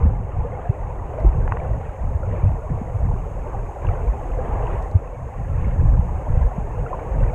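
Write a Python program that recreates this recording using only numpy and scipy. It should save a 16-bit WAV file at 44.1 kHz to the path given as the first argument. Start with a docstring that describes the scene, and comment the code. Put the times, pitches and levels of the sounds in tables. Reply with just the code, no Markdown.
"""Water surges against a camera's waterproof case as it is moved through a shallow lake.
Each push swells a low turbulent rumble, with soft thumps from large eddies. Clouds of ringing bubbles
gurgle and fizz around the case, which takes dull knocks and clicks a few times.
Its wall muffles everything above 3 kHz, leaving a faint thin hiss on top."""
import sys
import numpy as np
from scipy import signal
from scipy.fft import rfft, irfft, next_fast_len
from scipy.io import wavfile
from scipy.ndimage import uniform_filter1d

SR = 44100
rng = np.random.default_rng(int(sys.argv[2]) if len(sys.argv) > 2 else 0)


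def store_wav(level_fs):
    """Save 16-bit WAV to argv[1]."""
    pcm = np.round(np.clip(np.atleast_2d(level_fs), -1, 1) * 32767)
    wavfile.write(sys.argv[1], SR, pcm.T.astype(np.int16))


N = 323694
TIME_S = np.arange(N) / SR
WALL_HZ = 3170  # low-pass corner of the case wall


def undb(db):
    """Decibels to gain."""
    return 10 ** (np.asarray(db) / 20)


def unit(x):
    """Scale to rms 1."""
    return x / np.sqrt(np.mean(x ** 2))


def curve(table):
    """Linear interpolation of (time, value) rows."""
    times_s, values = np.transpose(table)
    return np.interp(TIME_S, times_s, values)


def colour(x, spectrum):
    """Minimum-phase filter through (frequency [Hz], gain [dB]) points."""
    hz, db = np.transpose(spectrum)
    size = next_fast_len(N + SR // 2, real=True) // 2 * 2
    bins_hz = np.arange(size // 2 + 1) * SR / size
    gain_db = np.interp(np.log(bins_hz + 1), np.log(hz), db)
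    cepstrum = irfft(np.log(undb(gain_db)))
    cepstrum[1:size // 2] *= 2  # fold onto the causal half
    cepstrum[size // 2 + 1:] = 0
    return irfft(rfft(x, size) * np.exp(rfft(cepstrum)))[:N]


def hold_rms(x, span_s):
    """Hold the running rms near 1, keeping faster detail."""
    size = int(span_s * SR) + 1
    power = uniform_filter1d(uniform_filter1d(x ** 2, size), size)
    return x / np.sqrt(power + 1e-12)


def add(out, start_s, sound):
    """Mix a sound in from start_s."""
    start = int(round(start_s * SR))
    first, last = max(start, 0), min(start + len(sound), N)
    if last > first:
        out[first:last] += sound[first - start:last - start]


def swell_power(table, roundness=1.6):
    """Summed power of events that rise and ebb; roundness 1 is a sharp crest, 2 a bell."""
    power = np.zeros(N)
    for crest_s, db, rise_s, ebb_s in table:
        distance = np.maximum((crest_s - TIME_S) / rise_s, (TIME_S - crest_s) / ebb_s)
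        power += undb(db) ** 2 * np.exp(-2 * distance ** roundness)
    return power


def wander(rate_hz):
    """Smoothed random steps, rms 1."""
    size = int(SR / rate_hz)
    steps = rng.standard_normal(1000)[np.arange(N) // size % 1000]
    return unit(uniform_filter1d(steps, size))


def rumble(gain_db=-1, floor_db=-29, buffet_db=3.5, buffet_hz=14):
    """Turbulent pressure on the case swells with each surge and buffets unevenly."""
    # pressure spectrum: (frequency [Hz], gain [dB])
    spectrum = [(12, -17.5), (24, -2), (45, 3.5), (70, -1.5), (115, -5.5), (160, -12.5), (220, -25),
                (320, -30.5), (600, -56), (1500, -78.5)]
    # water surges, about three a second: (crest time [s], level [dB], rise [s], ebb [s])
    surges = [(.02, -17.5, .1, 0.26), (.46, -36, .04, 0.039), (1.02, -26.5, 0.068, 0.098),
              (1.3, -18, 0.14, 0.39), (1.7, -18, 0.029, 0.087), (2.11, -22, 0.11, 0.27),
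              (2.46, -16, 0.057, 0.15), (2.74, -26, .06, 0.14), (3.1, -19, 0.164, 0.23),
              (3.57, -25.5, 0.04, 0.23), (3.88, -21, 0.074, 0.13), (4.1, -24.5, 0.027, 0.2),
              (4.4, -22, 0.16, 0.15), (4.65, -21, 0.036, 0.24), (5.17, -35, .06, 0.031),
              (5.67, -18.5, 0.2, .16), (5.94, -13.5, 0.11, 0.059), (6.16, -22.5, 0.059, 0.049),
              (6.43, -17.5, 0.16, 0.097), (6.62, -38, 0.043, .1), (6.9, -20.5, 0.04, 0.07),
              (7.23, -15.5, 0.18, 0.14)]
    pressure = hold_rms(colour(rng.standard_normal(N), spectrum), span_s=0.034)
    muffled = signal.sosfilt(signal.butter(4, WALL_HZ, fs=SR, output="sos"), pressure)
    flow = np.sqrt(undb(floor_db) ** 2 + swell_power(surges))
    return muffled * flow * undb(gain_db + buffet_db * wander(buffet_hz))


def bubble(hz, cycles, glide=0.021, onset_cycles=1.9):
    """A bubble swells into its ring and decays 60 dB over `cycles` while its pitch creeps up."""
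    turns = np.arange(int(cycles / hz * SR)) * hz / SR
    age = turns / cycles
    envelope = (1 - np.exp(-(turns / onset_cycles) ** 2)) * np.exp(-np.log(1000) * age)
    return envelope / envelope.max() * np.sin(2 * np.pi * turns * (1 + glide * age))


def bubble_cloud(low_hz, high_hz, count, scatter_db, cycles, wash_db):
    """Bubbles of random size over a noise wash, heard through the case wall."""
    # bubble colour inside the case: (frequency [Hz], gain [dB])
    spectrum = [(150, -13.5), (300, -13), (390, -7), (480, -0.5), (620, -1.5), (800, -1), (1080, -5),
                (1300, -13), (1900, -14), (2700, -20), (3200, -32.5), (4200, -41.5), (6000, -68.5)]
    rings = np.zeros(N)
    for when, pitch, weakness, sustain in rng.random((count, 4)):
        hz = low_hz * (high_hz / low_hz) ** pitch
        ring = bubble(hz, cycles * (0.5 + sustain), glide=0.093)
        add(rings, when * N / SR, ring * undb(-scatter_db * np.log(0.031 + weakness)))
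    band = signal.butter(4, [low_hz, high_hz], "band", fs=SR, output="sos")
    wash = signal.sosfilt(band, rng.standard_normal(N))
    cloud = unit(rings) + undb(wash_db) * unit(wash)
    return hold_rms(colour(cloud, spectrum), span_s=0.072)


def bubbling(fizz_db=-17, churn_db=1.04, churn_hz=7):
    """Large bubbles gurgle, small ones fizz along and in puffs, and a few near ones stand out."""
    # gurgle strength: (time [s], level [dB])
    gurgle_levels = [(0.0, -33.5), (0.22, -38.5), (0.55, -33.5), (0.92, -35.5), (1.2, -33.5), (1.6, -33.5),
                     (2.0, -36), (2.33, -34), (3.2, -36.5), (3.95, -33.5), (4.45, -31.5), (4.85, -33.0),
                     (5.05, -37.5), (5.45, -39), (6.0, -33.5), (6.75, -35), (7.0, -31.5), (7.34, -33)]
    # puffs of fine bubbles: (crest time [s], level [dB], rise [s], ebb [s])
    puffs = [(1.86, -48, 0.066, 0.11), (2.3, -53, 0.065, 0.19), (3.87, -50.5, 0.062, 0.073),
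             (4.72, -48, 0.034, 0.093), (5.66, -49.5, 0.36, 0.25), (6.4, -52.5, 0.077, 0.092),
             (7.24, -49, 0.031, 0.031)]
    # single near bubbles: (time [s], pitch [Hz], peak [dB])
    near_bubbles = [(0.445, 472, -24), (0.653, 1700, -37.5), (1.135, 568, -25), (1.183, 617, -21.5),
                    (1.6, 2300, -36), (1.634, 504, -25.5), (2.229, 535, -25.5), (2.231, 1367, -33),
                    (2.333, 600, -28), (2.581, 446, -31), (3.112, 860, -27), (3.545, 777, -23.5),
                    (3.846, 980, -25), (3.868, 2720, -37), (3.888, 1310, -31.5), (3.888, 2270, -35),
                    (4.347, 492, -24), (4.385, 501, -18), (4.669, 2650, -39), (6.514, 743, -27.5),
                    (6.862, 1360, -27), (6.929, 1025, -19), (6.94, 930, -24), (7.298, 2207, -37)]
    gurgle = bubble_cloud(low_hz=221.8, high_hz=1256, count=2400, scatter_db=3, cycles=44.5, wash_db=-3.5)
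    fizz = bubble_cloud(low_hz=1262, high_hz=3835, count=1800, scatter_db=4, cycles=76, wash_db=1)
    gurgle_gain = undb(curve(gurgle_levels))
    fizz_gain = np.sqrt((gurgle_gain * undb(fizz_db)) ** 2 + swell_power(puffs))
    out = (gurgle * gurgle_gain + fizz * fizz_gain) * undb(churn_db * wander(churn_hz))
    for start_s, hz, db in near_bubbles:
        add(out, start_s, undb(db) * bubble(hz, cycles=40))
    return out


def hiss():
    """Thin noise peaking near 6.5 kHz creeps up, drops and creeps up again."""
    # hiss spectrum: (frequency [Hz], gain [dB])
    spectrum = [(2500, -20), (4500, -19), (5900, -14), (6200, -9.5), (6450, 0), (7000, -6.5), (9200, -12),
                (10300, -20.5), (12000, -16), (13500, -23), (15000, -25.5)]
    # hiss strength: (time [s], level [dB])
    levels = [(0.05, -70), (1.12, -67), (4.87, -63), (4.96, -67.5), (5.5, -65), (7.3, -64)]
    return unit(colour(rng.standard_normal(N), spectrum)) * undb(curve(levels))


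def thumps(gain_db=-1):
    """Large eddies rock the case briefly, swelling and fading symmetrically; one short low push also comes with
    the blow on the case at 1.52 s."""
    # eddies, plus the low push of a blow at 1.523 s: (crest time [s], level [dB], pitch [Hz], half-width [s])
    eddies = [(0.045, -9, 75.6, 0.06), (0.073, -12, 76.5, 0.018), (.701, -5, 109, 0.01),
              (1.268, -5, 54, 0.03), (1.291, -6, 52, 0.024), (1.523, -9, 81.5, 0.0087),
              (2.16, -7.5, 76, 0.02), (2.44, -1.5, 67, 0.0088), (2.464, -8.5, 99.7, 0.049),
              (2.721, -16, 145, 0.019), (2.958, -12, 98.7, 0.024), (3.888, -14, 100, 0.025),
              (4.093, -9, 49.3, 0.051), (4.959, -3, 90, 0.02), (5.672, -15, 58, 0.035),
              (5.795, -6, 75, 0.012), (5.996, -3.5, 87.5, 0.0057), (6.378, -5.5, 86, 0.0095),
              (6.423, -9, 62, 0.034), (6.461, -8, 45.7, 0.031), (7.231, -6, 62, 0.0069)]
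    out = np.zeros(N)
    for crest_s, db, hz, half_s in eddies:
        t = np.arange(-2 * half_s, 2 * half_s, 1 / SR)
        envelope = np.exp(-np.log(16) * (t / half_s) ** 2)
        rocking = np.sin(2 * np.pi * (hz * t + rng.random()))
        add(out, crest_s - 2 * half_s, undb(db + gain_db) * envelope * rocking)
    return out


def knocks(rise_s=0.0049):
    """Light bumps on the case, damped by the water within a few cycles."""
    # bumps: (time [s], pitch [Hz], peak [dB])
    bumps = [(0.05, 198, -14.5), (0.196, 200, -26), (1.244, 350, -18.5), (2.447, 199, -23),
             (2.698, 230, -24), (2.812, 213, -19), (3.134, 196, -23), (4.484, 226, -24.5),
             (4.948, 171, -22.5), (5.666, 207, -23), (5.889, 203, -25.5), (6.58, 176, -16.5)]
    t = np.arange(SR // 20) / SR
    envelope = (t / rise_s * np.exp(1 - t / rise_s)) ** 2
    out = np.zeros(N)
    for start_s, hz, db in bumps:
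        add(out, start_s, undb(db) * envelope * np.sin(2 * np.pi * hz * t))
    return out


def ticks(gain_db=-6, band_hz=(3000, 7500)):
    """Faint high ticks: fast-decaying bursts of noise."""
    # bursts: (time [s], level [dB], decay [s])
    bursts = [(1.2008, -52, .003), (4.824, -44.5, .003), (4.912, -48, 0.0041)]
    t = np.arange(SR // 50) / SR
    band = signal.butter(2, band_hz, "band", fs=SR, output="sos")
    out = np.zeros(N)
    for start_s, db, decay_s in bursts:
        noise = unit(signal.sosfilt(band, rng.standard_normal(len(t))))
        add(out, start_s, undb(db + gain_db) * noise * np.exp(-t / decay_s))
    return out


def clicks(contact_s=0.00041, first_gap_s=0.001103):
    """Short blows ring the water-damped case; rebounds come ever weaker and closer together."""
    # case modes: (frequency [Hz], relative level [dB], T60 [s])
    modes = [(560, -19, 0.011), (1070, 3, 0.0082), (1400, 0.5, 0.0071), (1870, -5.5, 0.01),
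             (2420, -14, 0.018)]
    # blows: (time [s], peak [dB], amplitude kept per rebound [0-1])
    blows = [(1.4776, -15.5, 0), (1.521, -10.5, 0.69), (1.5702, -16, 0.43)]
    t = np.arange(SR // 20) / SR
    ring = sum(undb(db) * np.sin(2 * np.pi * hz * t) * np.exp(-np.log(1000) * t / t60_s)
               for hz, db, t60_s in modes)
    contact = signal.windows.hann(int(contact_s * SR) + 3)
    wall = signal.butter(6, WALL_HZ, fs=SR, output="sos")
    click = signal.sosfilt(wall, np.convolve(ring, contact))
    click /= np.abs(click).max()
    out = np.zeros(N)
    for start_s, db, kept in blows:
        for bounce in range(4):
            add(out, start_s + first_gap_s * bounce ** 0.793, kept ** bounce * undb(db) * click)
    return out


def scene():
    """Mono sum at the microphone inside the case."""
    return (rumble() + thumps() + knocks() + bubbling() + clicks() + hiss() + ticks())[None]


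def record(dry, cutoff_hz=14000):
    """The camera cuts the top with a steep low-pass."""
    return signal.sosfilt(signal.ellip(8, 0.2, 70, cutoff_hz, fs=SR, output="sos"), dry)


dry = scene()
out = record(dry)
store_wav(out)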